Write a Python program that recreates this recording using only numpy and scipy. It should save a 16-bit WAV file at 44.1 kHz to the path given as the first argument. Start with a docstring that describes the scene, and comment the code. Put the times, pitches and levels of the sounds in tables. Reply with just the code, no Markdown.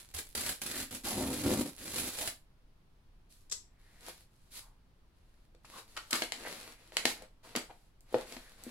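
"""The tear strip of a cardboard mailer is ripped off close by, in pulls, in a small furnished room.
Paper fibres snap in dense showers, surging as the ties of the perforation give way one after another;
the hollow box drums, most of all while the tear crosses the soft middle of its panel.
Then hands slide over the card with fine friction grains, and the dropped strip lands in quick ticks.
The flap is prised open with cracks of filtered noise, and the patted box rings. A quiet room lies below."""
import sys
import numpy as np
from scipy import signal
from scipy.fft import rfft, irfft, next_fast_len
from scipy.io import wavfile
from scipy.ndimage import uniform_filter1d

SR = 44100
rng = np.random.default_rng(int(sys.argv[2]) if len(sys.argv) > 2 else 0)


def to_wav(s):
    """Save 16-bit WAV."""
    ch = np.atleast_2d(s).T  # columns
    pcm = np.round(np.clip(ch, -1, 1) * 32767)  # PCM
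    wavfile.write(sys.argv[1], SR, pcm.astype(np.int16))


N = 384019

TIME = np.arange(N) / SR
SIZE = next_fast_len(N + SR // 2, True)  # transform length, with space for ringing after the end
FREQ = np.maximum(np.arange(SIZE // 2 + 1) * SR / SIZE, 1)
LEFT_RIGHT = np.array([[1], [-1]])

# colour of the snapping fibres: (f/Hz, level/dB)
FIBRE_COLOUR = [(200, -5.5), (500, -3), (1100, -6), (2000, -2.5), (3200, -2), (4300, 0), (6000, -4.5),
                (7800, -1), (8800, -4), (10200, -0.5), (10700, 4.5), (11600, -4.5), (12700, -4),
                (16000, -15.5)]
# ringing of the hollow panel under the tear: (f/Hz, width/Hz, level/dB)
PANEL_MODES = [(73, 3.1, -4), (99.6, 7.6, -4), (150.7, 54, -3.5), (226.5, 19, 3.5), (258, 15, 7.5),
               (290, 28, -1.5), (353, 23, -8), (495, 19, -2.5), (640, 80, -34)]
# the panel drums most while the tear crosses its soft middle: (t/s, drumming relative to the pull/dB)
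DRUMMING_LEVEL = [(.15, -38.5), (.2, -9.5), (.45, -11), (.75, -7), (.95, -4), (1.11, -5), (1.17, 5),
                  (1.28, 6), (1.4, -0.5), (1.45, 9), (1.66, 4), (1.8, -4.5), (1.95, -5), (2.04, -4.5),
                  (2.2, -18.5), (2.29, -12)]


def tear():
    """Fibres snap as the strip is pulled, in surges at each tie; coarser slips drum on the panel."""
    slips = grains(rate=650, spread_db=1.54)
    # each slip lets a short shower of fibres go
    shower = unit(decay(np.abs(slips), decay_s=0.0037) + 3.0)
    # now and then a whole bundle snaps within a millisecond
    bundles = unit(decay(np.abs(grains(rate=130, spread_db=3.0)), decay_s=0.000073))
    # fibres still tick between pulls
    slack = undb(-59) * (TIME < PULLS[-1][1])
    pulled = pull_force(release=0.0079) * (shower + undb(-15.5) * bundles)
    force = np.hypot(pulled + slack * bundles, jerks())
    snaps = two_ports(lambda: force * grains(rate=14000, spread_db=0.6), alike_hz=3940)
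    fibres = shape(snaps, unit(colour(FIBRE_COLOUR)))

    # the broad panel cannot follow the fastest slips
    panel = unit(shape(slips, modes(PANEL_MODES) / (1 + 1j * FREQ / 900)))
    drum_gain = undb(np.interp(TIME, *np.transpose(DRUMMING_LEVEL)))
    # its lowest mode flexes with every pull, less as the slit grows
    flex = unit(shape(slips, modes(PANEL_MODES[:1])))
    flex_gain = undb(-11.5 - 7.5 * TIME)
    # the panel settles more slowly than the fibres
    drumming = pull_force(release=0.015) * (drum_gain * panel + flex_gain * flex)
    return fibres + drumming


# the pulls on the strip: (start t/s, end t/s, fibre level/dB, swell from start to end/dB,
# level of the ties' snap/dB before its jerk shape, ties per second/Hz)
PULLS = [(0, 0.022, -53, -21, -42, 30), (0.139, 0.2, -38.5, -6, -35, 24),
         (0.35, 0.519, -41.5, 2, -25, 35.6), (.616, 0.833, -43.5, 5, -24.5, 21.6),
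         (0.908, 0.972, -43.5, -7, -38, 20), (1.035, 1.426, -40.5, -4, -39.5, 38),
         (1.43, 1.622, -37.5, -1.5, -44.5, 37), (1.647, 1.697, -46, -8, -54.5, 37),
         (1.785, 1.922, -46.5, 10.5, -37.5, 23), (1.925, 2.088, -38, -3, -44, 25),
         (2.077, 2.185, -45, 6.5, -42, 43), (2.179, 2.294, -38, -7, -38, 35)]


def pull_force(release):
    """Tension in the strip: the strongest pull at each moment, easing off over the release time (s)."""
    return np.max([gesture(*row[:4], 0.013, release) for row in PULLS], axis=0)


# the strip catches hard and jerks free: (t/s, level/dB before the jerk shape)
SNAGS = [(0.186, -28), (.776, -27.5), (.828, -41), (.947, -29), (1.068, -35), (1.997, -26.5), (2.274, -22)]


def jerks():
    """The ties of the perforation give way one after another during each pull; a few catch hard."""
    attack_s, decay_s = 0.0021, 0.0052
    jitter_s, scatter_db, fade_db_per_s = 0.00155, 2.5, 14.5
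    out, age = np.zeros(N), np.arange(SR // 10) / SR
    jerk = (1 - np.exp(-age / attack_s)) * np.exp(-age / decay_s)
    for start, end, _, _, db, rate in PULLS:
        tie_times = np.arange(0, end - start, 1 / rate)
        for since, (late, strong) in zip(tie_times, rng.standard_normal(size=(32, 2))):
            # the first tie is on time; later ones wander
            moment = start + since + jitter_s * late * (since > 0)
            # the first ties of a pull hold hardest
            level = db - fade_db_per_s * since + scatter_db * strong
            add(out, moment, undb(level) * jerk)
    for s, db in SNAGS:
        add(out, s, undb(db) * jerk)
    return out


# colour of cracking card: (f/Hz, level/dB)
CARD_COLOUR = [(200, -23.5), (500, -8), (1100, -6.5), (1500, -8), (2100, 0.5), (2700, -3), (3150, 0),
               (3650, -4.5), (4200, 0), (6000, -8), (8000, -6.5), (9000, -13), (10700, -10), (16000, -29.5)]
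# the card buckles or is knocked, heard as a crack and a thump: (t/s, crack level/dB, crack length/s,
# crack brightness/(dB per octave), thump level/dB, thump pitch f/Hz)
BLOWS = [(4.084, -44, 0.003, 15, -46, 673), (5.548, -65, 0.0049, 0, -60.5, 415),
         (5.647, -57, 0.015, 0.5, -56.5, 1010), (5.965, -41, 0.0087, -1, -57, 1030),
         (5.973, -36.5, 0.0073, -2, -46, 1090), (6.1066, -35.5, 0.012, 7, -56, 700),
         (6.129, -23, 0.0052, 1, -35.5, 282), (6.148, -35.5, .022, 0.5, -51, 390),
         (6.22, -26.5, .0061, -3.5, -35, 387), (6.321, -25.5, 0.0019, 0, -47, 810),
         (6.452, -47, 0.0015, -10, -46.5, 710), (6.472, -37, 0.0034, -10.5, -59, 510),
         (6.921, -45.5, .0021, -6, -59, 670), (6.969, -17, 0.0016, -0.5, -57, 800),
         (7.053, -19.5, 0.0063, -1, -32, 308), (7.221, -52, 0.0066, 5, -48.5, 610),
         (7.552, -31, 0.0052, -5.5, -40.5, 710), (7.56, -29, 0.0074, 3, -35, 265),
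         (7.699, -54.5, 0.025, -9.5, -60, 840), (8.007, -54, 0.0017, 12, -84, 700),
         (8.126, -56.5, .006, 17, -45, 400), (8.143, -34.5, 0.0052, -7, -21, 454),
         (8.148, -53, 0.011, 5, -45, 108), (8.322, -44.5, .007, 2, -54, 446),
         (8.365, -44, 0.0065, -4.5, -47.5, 265), (8.637, -41.5, 0.0027, 12.5, -73, 700),
         (8.666, -64, .006, 4, -41.5, 266)]


def cracks():
    """The card buckles in short clusters of breaking fibres."""
    out = np.zeros(N)
    for s, crack_db, length, tilt_db, _, _ in BLOWS:
        add(out, s, undb(crack_db) * burst(length, CARD_COLOUR, tilt_db))
    return out


def burst(length, points, tilt_db=0, size=4096):
    """A cluster of fibres giving way within about the given time (s), as shaped and coloured noise."""
    age = np.arange(size) / SR
    freq = np.maximum(np.arange(size // 2 + 1) * SR / size, 1)
    length = max(length, 1 / SR)
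    progress = age / length
    main_break = progress * np.exp(-(progress / 0.48) ** 2)
    # the crease goes on crunching faintly as it relaxes
    crunch = 0.0035 * np.exp(-age / 0.016)
    snaps = rfft((main_break + crunch) * rng.choice([-1, 1], size))
    octaves = np.log2(np.clip(freq, 700, 12000) / 3000)
    gain = colour(points, freq) * undb(tilt_db * octaves)
    # however few fibres break, they excite the whole range of the card
    gain = gain / np.sqrt(uniform_filter1d(np.abs(snaps) ** 2, size=128))
    # minimum phase: no sound ahead of the snap
    cepstrum = irfft(np.log(gain + 1e-6))
    causal = np.exp(rfft(2 * cepstrum[:size // 2], size))
    # total energy as if it held rms 1 for the given length
    return unit(irfft(snaps * causal)) * np.sqrt(length * SR / size)


def thumps():
    """Each buckle or knock also pushes the hollow box."""
    out = np.zeros(N)
    for s, _, _, _, thump_db, hz in BLOWS:
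        add(out, s, undb(thump_db) * thump(hz))
    return out


# ringing of the opened box: (f/Hz, width/Hz, level/dB)
BOX_MODES = [(133.5, 17, 7), (247.3, 27, 4), (337, 25, 0), (450, 200, -5.5), (508, 22, 3.5),
             (620, 39, -3.5), (740, 90, -5), (855, 40, -0.5), (1300, 750, -2.5)]


def thump(hz, size=8192):
    """The box rings after a push; a softer contact has a lower pitch and wakes lower modes."""
    freq = np.maximum(np.arange(size // 2 + 1) * SR / size, 1)
    push = modes([(hz, 0.68 * hz, 0)], freq) ** 2
    ring = irfft(push * modes(BOX_MODES, freq))
    # total energy as if it held rms 1 for 10 ms
    return unit(ring) * np.sqrt(SR / 100 / size)


# colour of skin on card: (f/Hz, level/dB)
SKIN_COLOUR = [(100, -24.5), (240, -6), (550, -8.5), (1000, -11), (2200, -9.5), (3000, -10.5), (4300, -7.5),
               (6000, -13), (8000, -11.5), (9000, -14.5), (10700, -9), (16000, -27)]
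# skin and card sliding: (start t/s, end t/s, level/dB, swell from start to end/dB,
# brightness/(dB per octave))
STROKES = [(3.291, 3.47, -69.5, -20, 11), (3.774, 4.007, -68.5, 9, -1), (3.982, 4.095, -54.5, 20.5, -1),
           (4.1, 4.227, -63.5, -5, 2), (4.29, 4.5, -75.5, 6, 2), (4.499, 4.578, -51.5, 15.5, 4.5),
           (5.13, 5.45, -79, 4, -1), (5.63, 5.791, -56.5, 20, -1), (5.865, 6.11, -61, 2, 0),
           (6.115, 6.243, -40.5, -8.5, 0), (6.302, 6.442, -48.5, 7.5, -3.5), (6.445, 6.727, -48, -12, -2),
           (6.774, 6.905, -60.5, -2, -2.5), (6.91, 7.055, -50, 6, -3), (7.055, 7.11, -36.5, -5, 0),
           (7.14, 7.24, -53.5, 3, -19), (7.427, 7.553, -53, -7, -3.5), (7.552, 7.609, -39.5, -10, -17),
           (7.626, 7.88, -71, -8, 1), (8.048, 8.137, -62, 23, -3.5), (8.135, 8.225, -46.5, 3, -4.5),
           (8.246, 8.349, -49.5, 5, -2), (8.35, 8.57, -59, -9, -1), (8.56, 8.71, -55, 9, -2.5)]


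def rubbing():
    """Fine friction grains with a few small catches; each stroke mixes its dull and bright parts."""
    half_span_octaves = 1.38  # from the middle of the spectrum to its dull and bright parts

    def friction():
        catches = grains(rate=200, spread_db=10.5)
        return grains(rate=14000, spread_db=1.0) + undb(-7) * catches

    sound = unit(shape(two_ports(friction, alike_hz=3500), colour(SKIN_COLOUR)))
    dull = shape(sound, 1 / (1 + (FREQ / 2500) ** 2))
    low, high = 0, 0
    for start, end, db, swell_db, tilt_db in STROKES:
        bright = undb(tilt_db * half_span_octaves)
        force = gesture(start, end, db, swell_db, attack=0.021, release=0.016)
        # brightness should not make the stroke much louder
        force = force / np.sqrt((bright ** 2 + bright ** -2) / 2)
        low = np.maximum(low, force / bright)
        high = np.maximum(high, force * bright)
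    return low * dull + high * (sound - dull)


# a stiff patch of card sings as it buckles or something drags over it:
# (t/s at the loudest, half length/s, level/dB, pitch f/Hz)
SCRAPES = [(0.481, 0.035, -44.5, 1710), (0.764, 0.072, -47.5, 1680), (1.075, 0.01, -38, 800),
           (1.118, 0.012, -39.5, 790), (1.209, 0.096, -48.5, 755), (2.233, .054, -48.5, 695),
           (3.959, 0.19, -71, 1890), (4.643, 0.073, -67, 1000), (5.766, 0.035, -51, 1050),
           (5.979, 0.012, -41.5, 1310), (6.142, 0.022, -38.5, 1220), (6.462, 0.013, -41.5, 1820),
           (6.617, 0.2, -63.5, 2280), (6.97, 0.0021, -28.5, 2990), (7.457, .018, -59.5, 1010),
           (7.707, 0.012, -49, 727), (8.459, 0.099, -63.5, 1786)]


def scrapes(size=32768):
    """Stick-slip grains ring one broad resonance of the card for the length of a stroke."""
    out, offset = np.zeros(N), (np.arange(size) - size // 2) / SR
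    for s, half, db, hz in SCRAPES:
        ring = grains(rate=2500, spread_db=4.0, size=size)
        for sharpness in (3.5, 1.2):
            ring = signal.lfilter(*signal.iirpeak(hz, sharpness, fs=SR), ring)
        swell = np.exp(-(offset / half) ** 2)
        add(out, s + offset[0], undb(db) * swell * unit(ring))
    return out


# colour of the light paper strip: (f/Hz, level/dB)
STRIP_COLOUR = [(200, -51), (400, -14), (800, -19), (1600, -13), (2900, -12), (3600, -4.5), (5500, 0.5),
                (6800, 1), (7400, 5), (8100, -1), (9200, -11.5), (11500, -13.5), (16000, -39)]
# the dropped strip touches down: (t/s, level/dB, length/s)
LANDING = [(3.497, -50, .008), (3.512, -37.5, 0.018), (3.522, -29.5, .0038), (3.527, -28, 0.0016)]


def dropped_strip():
    """The light paper strip brushes a surface and lands in quick ticks, each a burst of noise."""
    out = np.zeros(N)
    for s, db, length in LANDING:
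        add(out, s, undb(db) * burst(length, STRIP_COLOUR))
    return out


def room(x, balance, wet_db, t60, count=3, size=16384):
    """Direct sound, a little earlier at the right port, then the short tail of the furnished room."""
    port_lag_s, reflections_last_s = 0.00007, 0.13
    age = np.arange(size) / SR
    fade = np.clip((age - 0.002) / 0.00067, 0, 1) * undb(-60 * age / t60)
    noise, echo = diffuse_noise(alike_hz=1200), 0
    for k in range(count):
        # as the box moves, one pattern of reflections gives way to the next, in turn
        offset = (TIME / reflections_last_s - k + 1) % count - 1
        share = np.cos(np.pi / 2 * np.clip(offset, -1, 1))
        tail = unit(noise[:, k * size:(k + 1) * size] * fade) / np.sqrt(size)
        echo = echo + signal.oaconvolve(x * share, tail, axes=-1)[:, :N]
    # the close box outweighs the room in the bass
    wet = undb(wet_db) * FREQ / np.hypot(FREQ, 420)
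    lag = np.exp(-1j * np.pi * FREQ * (1 + LEFT_RIGHT) * port_lag_s)
    ratio = colour(balance)
    # left and right share the power; direct sound and echo together keep it
    ports = np.sqrt(2 * ratio ** LEFT_RIGHT / (ratio + 1 / ratio) / (1 + wet ** 2))
    return shape(x, lag * ports) + shape(echo, wet * ports)


# colour of the quiet room: (f/Hz, level/dB)
QUIET_COLOUR = [(20, -4), (34, -0.5), (50, -10.5), (120, -15), (250, -23), (500, -30), (1000, -31.5),
                (2000, -37.5), (4500, -41), (7500, -50), (10700, -47.5), (16000, -55)]


def background():
    """Low rumble and faint hiss of the quiet room, as coloured noise."""
    return undb(-61.5) * unit(shape(diffuse_noise(alike_hz=690), colour(QUIET_COLOUR)))


def diffuse_noise(alike_hz):
    """Noise that arrives from all sides."""
    return two_ports(lambda: rng.standard_normal(N), alike_hz)


def two_ports(make, alike_hz):
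    """Two draws of a sound, shared by two close ports: alike in the bass, unrelated in the treble."""
    apart = np.sqrt((FREQ ** 2 + (alike_hz / 8) ** 2) / (FREQ ** 2 + alike_hz ** 2))
    common = shape(make(), 1 / np.sqrt(1 + apart ** 2))
    difference = shape(make(), apart / np.sqrt(1 + apart ** 2))
    return common + LEFT_RIGHT * difference


def gesture(start, end, db, swell_db, attack, release):
    """Force of one hand movement: it takes hold, grows or eases steadily, and lets go."""
    progress = np.clip((TIME - start) / (end - start), 0, 1)
    take_hold = np.clip((TIME - start) / attack, 0, 1)
    let_go = np.exp(-np.maximum(TIME - end, 0) / release)
    return take_hold * let_go * undb(db + swell_db * (progress - 0.5))


def grains(rate, spread_db, size=N):
    """Random clicks, many small and a few large, at about the given rate per second; rms 1."""
    where = np.flatnonzero(rng.random(size) < rate / SR)
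    strength = undb(spread_db * np.minimum(rng.exponential(size=len(where)), 4))
    clicks = np.zeros(size)
    clicks[where] = strength * rng.choice([-1, 1], len(where))
    return unit(clicks)


def decay(x, decay_s):
    """Let every click die away exponentially."""
    return signal.lfilter([1], [1, -np.exp(-1 / (decay_s * SR))], x)


def undb(db):
    """Decibels to gain."""
    return 10 ** (np.asarray(db) / 20)


def unit(x):
    """Scale to rms 1."""
    return x / np.sqrt(np.mean(x ** 2))


def colour(points, freq=FREQ):
    """Gain at each frequency, read between the points of a (f/Hz, level/dB) table."""
    hz, db = np.transpose(points)
    return undb(np.interp(np.log(freq), np.log(hz), db))


def modes(table, freq=FREQ):
    """Complex response of a set of (f/Hz, width/Hz, level/dB) resonances."""
    return sum(undb(db) / (1 + 1j * (freq ** 2 - hz ** 2) / (freq * width))
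               for hz, width, db in table)


def shape(x, gain):
    """Pass a sound through a frequency response."""
    return irfft(rfft(x, SIZE) * gain)[..., :N]


def add(track, s, sound):
    """Mix a short sound in at time s, in seconds."""
    start = max(int(s * SR), 0)
    track[start:start + len(sound)] += sound[:N - start]


# the two ports hear the tear's treble differently: (f/Hz, left minus right level/dB)
TEAR_BALANCE = [(300, 1), (2400, -1), (4400, 0.5), (6000, 0.5), (8000, 6.5), (9200, -3), (10700, -17),
                (12000, -2.5), (15000, -7)]
# the same for the handling: (f/Hz, left minus right level/dB)
HANDLING_BALANCE = [(120, 5), (500, 2), (1300, 2), (4000, 0.5), (6500, 3), (8000, 11), (9400, -12.5),
                    (12500, -4.5), (15000, -2.5)]


def scene():
    """The tear and the handling sound in the same room from slightly different places."""
    ripping = room(tear(), TEAR_BALANCE, wet_db=-2.0, t60=0.22)
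    ticks = two_ports(lambda: cracks() + dropped_strip(), alike_hz=4500)
    touches = rubbing() + scrapes() + thumps() + ticks
    handling = room(touches, HANDLING_BALANCE, wet_db=-2.5, t60=0.25)
    return ripping + handling + background()


def record(dry):
    """A steep low-pass filter removes the top of the treble, above 15.9 kHz."""
    low_pass = signal.ellip(10, 0.2, 80, 15900, fs=SR, output="sos")
    return signal.sosfilt(low_pass, dry)


dry = scene()
out = record(dry)
to_wav(out)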